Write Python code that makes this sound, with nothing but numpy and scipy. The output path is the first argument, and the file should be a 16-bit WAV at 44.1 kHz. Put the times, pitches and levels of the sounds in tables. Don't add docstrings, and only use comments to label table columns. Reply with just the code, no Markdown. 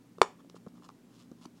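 import sys
import numpy as np
from scipy import signal
from scipy.fft import rfft, irfft
from scipy.io import wavfile

SR = 44100
rng = np.random.default_rng(int(sys.argv[2]) if len(sys.argv) > 2 else 0)


def materialize(psi):
    bounded = np.clip(np.atleast_2d(psi).T, -1, 1)
    quanta = np.round(bounded * 32767).astype(np.int16)
    wavfile.write(sys.argv[1], SR, quanta)


N = 70560

# (frequency [Hz], relative level [dB], t60 [s])
BOARD_MODES = [(873, -26.5, 0.022), (1151, 7.5, 0.0059), (1677, -8, .007), (2167, -4, .0042),
               (3075, -10.5, 0.007), (3534, -6, .006), (4343, -12.5, 0.0066), (5580, -12.5, 0.0055),
               (7197, -10, .0043), (7704, -22, 0.011), (8200, -22.5, .004)]
HAND_LOW_HZ, BOARD_LOW_HZ = 115, 450


def amp(db):
    return 10 ** (np.asarray(db) / 20)


def unit(x):
    return x / np.sqrt(np.mean(x ** 2) + 1e-20)


def decay(t, t60):
    return np.exp(-np.log(1000) * t / t60)


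def read(points, hz):
    f, value = np.transpose(points)
    return np.interp(np.log(hz + 1), np.log(f + 1), value)


def add(mix, start_s, sound):
    part = mix[max(round(start_s * SR), 0):][:len(sound)]
    part += sound[:len(part)]


def cut(x, hz, kind):
    return signal.sosfilt(signal.butter(2, hz, kind, fs=SR, output="sos"), x)


def colour(x, points):
    return irfft(rfft(x) * amp(read(points, np.fft.rfftfreq(len(x), 1 / SR))), len(x))


def drift(hz):
    rolloff = np.exp(-(np.fft.rfftfreq(N, 1 / SR) / hz) ** 2)
    return unit(irfft(rfft(rng.standard_normal(N)) * rolloff, N))


def ring(modes, delay_s=0):
    rise_s = .00039
    t = np.maximum(np.arange(SR // 10) / SR - delay_s, 0)
    ringing = sum(amp(db) * decay(t, t60) * np.sin(2 * np.pi * hz * t) for hz, db, t60 in modes)
    return (1 - np.exp(-t / rise_s)) * ringing


def room_tone():
    # (frequency [Hz], relative density [dB])
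    air_spectrum = [(25, -23), (60, -13.5), (85, -16.5), (120, -7), (200, -1), (285, -0.5), (400, -9),
                    (600, -16.5), (1000, -21), (1500, -24), (3000, -29), (7000, -31.5), (15800, -38.5)]
    # (frequency [Hz], rms level [dB])
    hum_tones = [(119.5, -72), (176, -65), (240, -64.5), (272, -66)]
    waver, waver_hz, air_drift_db = .35, 6, .6
    t = np.arange(N) / SR
    air = unit(colour(rng.standard_normal(N), air_spectrum))
    air += cut(air, 1000, "lowpass") * (amp(air_drift_db * drift(waver_hz)) - 1)
    hum = np.zeros(N)
    for hz, db in hum_tones:
        tone = np.sin(2 * np.pi * (hz * t + rng.random()) + waver * drift(waver_hz))
        hum += amp(db) * unit(tone * (1 + waver * drift(waver_hz)))
    return amp(-60.7) * air + hum


def finger_taps():
    # (time [s], thud pitch [Hz], thud gain [dB], ring gain [dB], nail gain [dB])
    taps = [(0.1713, 192, -48, -72.5, -80), (0.184, 420, -32, -38, -48), (0.374, 398, -70, -64, -67),
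            (0.393, 396, -66.5, -57, -65.5), (0.447, 600, -43.5, -58, -59), (0.4981, 400, -44, -48, -43),
            (0.5451, 450, -36, -58, -79.5), (0.5563, 300, -55.5, -60, -54), (0.564, 300, -44, -43.5, -59),
            (.665, 480, -34, -46, -56), (0.6686, 205, -31, -54, -75), (0.6724, 750, -41, -44, -73.5),
            (0.6835, 300, -72, -73, -52.5), (.7795, 400, -63, -49, -68), (0.7978, 360, -48.5, -58, -70),
            (0.8228, 400, -61.5, -46.5, -60.5), (0.8887, 400, -70, -61, -44), (.891, 400, -48, -35, -50),
            (.901, 403, -51, -42.5, -56), (1.3155, 253, -33.5, -54.5, -50), (1.3197, 470, -42, -53, -60),
            (1.454, 974, -35, -48, -51), (1.4561, 520, -45.5, -51.5, -38.5), (1.4585, 292.3, -34, -52, -63)]
    finger_hz = 1400
    thud_cycles = 7
    out, t = np.zeros(N), np.arange(SR // 10) / SR
    board = cut(ring(BOARD_MODES), (BOARD_LOW_HZ, finger_hz), "bandpass")
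    for start_s, hz, thud_db, ring_db, nail_db in taps:
        thud = ring([(hz, thud_db, thud_cycles / hz)])
        nail = cut(rng.standard_normal(len(t)) * decay(t, t60=.012), (2200, 6145), "bandpass")
        add(out, start_s, thud + amp(ring_db) * board + amp(nail_db) * nail)
    return cut(out, HAND_LOW_HZ, "highpass")


def bubble_pop():
    # (frequency [Hz], relative level [dB], t60 [s])
    hollow = [(405, -9, 0.025)]
    start_s, snap_after_s = .21565, .000786
    out, t = np.zeros(N), np.arange(SR // 10) / SR
    buckle = ring(BOARD_MODES) - ring(hollow)
    snap = ring(hollow, snap_after_s) - ring(BOARD_MODES, snap_after_s)
    crack = cut(rng.standard_normal(len(t)) * decay(t, t60=.017), (3800, 8000), "bandpass")
    add(out, start_s, amp(-12) * buckle + snap)
    add(out, start_s + snap_after_s, amp(-17) * crack)
    return amp(.5) * cut(cut(out, 105, "highpass"), 11500, "lowpass")


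def finger_slides():
    # (start [s], length [s], hiss level [dB], ring level [dB])
    strokes = [(0.384, 0.032, -79, -62), (0.551, 0.029, -62, -65), (0.736, 0.0656, -75, -67),
               (0.821, 0.053, -66, -61), (1.086, 0.19, -69, -72), (1.187, .045, -68, -74),
               (1.36, .07, -76.5, -72), (1.41, 0.051, -62.5, -66), (1.547, 0.053, -71.5, -78)]
    # (frequency [Hz], relative level [dB])
    skin_spectrum = [(300, -29), (1500, -11), (2500, -0.5), (3500, 1), (4500, 0.5), (5500, -1), (7300, -4),
                     (10000, -11.5), (16000, -36)]
    slips_per_s, spread_db = 3000, 2.5
    slips = rng.standard_normal(N) * (rng.random(N) < slips_per_s / SR)
    slips *= amp(spread_db * np.minimum(rng.exponential(1, N), 3))
    hiss = unit(colour(slips, skin_spectrum))
    shaken = signal.fftconvolve(slips, ring(BOARD_MODES))[:N]
    board = unit(cut(shaken, BOARD_LOW_HZ, "highpass"))
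    out, t = np.zeros(N), np.arange(N) / SR
    for start_s, length_s, hiss_db, ring_db in strokes:
        swell = np.sin(np.pi * np.clip((t - start_s) / length_s, 0, 1))
        out += swell * (amp(hiss_db) * hiss + amp(ring_db) * board)
    return out


def room_reflections(direct):
    # (delay [s], gain [dB])
    echoes = [(.0085, -28.5), (0.0136, -24), (0.0127, -22.5), (.0158, -30), (0.026, -33.5)]
    # (frequency [Hz], relative level [dB])
    tail_spectrum = [(100, -7.5), (400, 3), (650, -1.5), (950, 4), (1300, -3), (2300, 6.5), (3000, 3),
                     (3600, -2), (4500, -1.5), (5500, 3), (7500, 5.5), (10000, 6.5), (16000, -1.5)]
    # (frequency [Hz], t60 [s])
    tail_t60 = [(200, .25), (1000, .26), (4000, .28), (8000, .24), (14000, .18)]
    tail_db, tail_delay_s, scatter_db, scatter_s = -19, .0071, -1, .012
    response = np.zeros(SR // 2)
    hz, t, bands = signal.stft(rng.choice([-1., 1.], len(response)), SR, nperseg=256)
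    bands *= amp(read(tail_spectrum, hz))[:, None] * decay(t, read(tail_t60, hz)[:, None])
    bands *= 1 + amp(scatter_db) * np.exp(-t / scatter_s)
    tail = signal.istft(bands, SR, nperseg=256)[1]
    add(response, tail_delay_s, amp(tail_db) * tail / np.linalg.norm(tail))
    for delay_s, db in echoes:
        add(response, delay_s, amp([db]))
    return signal.fftconvolve(direct, response)[:N]


def scene():
    direct = bubble_pop() + finger_taps() + finger_slides()
    return (direct + room_reflections(direct) + room_tone())[None]


def record(dry):
    ceiling, edge_hz = .73, 16000
    clipped = dry / (1 + (dry / ceiling) ** 8) ** (1 / 8)
    lowpass = signal.firwin(511, edge_hz, window=("kaiser", 9), fs=SR)
    return signal.oaconvolve(clipped, lowpass[None], "same")


dry = scene()
out = record(dry)
materialize(out)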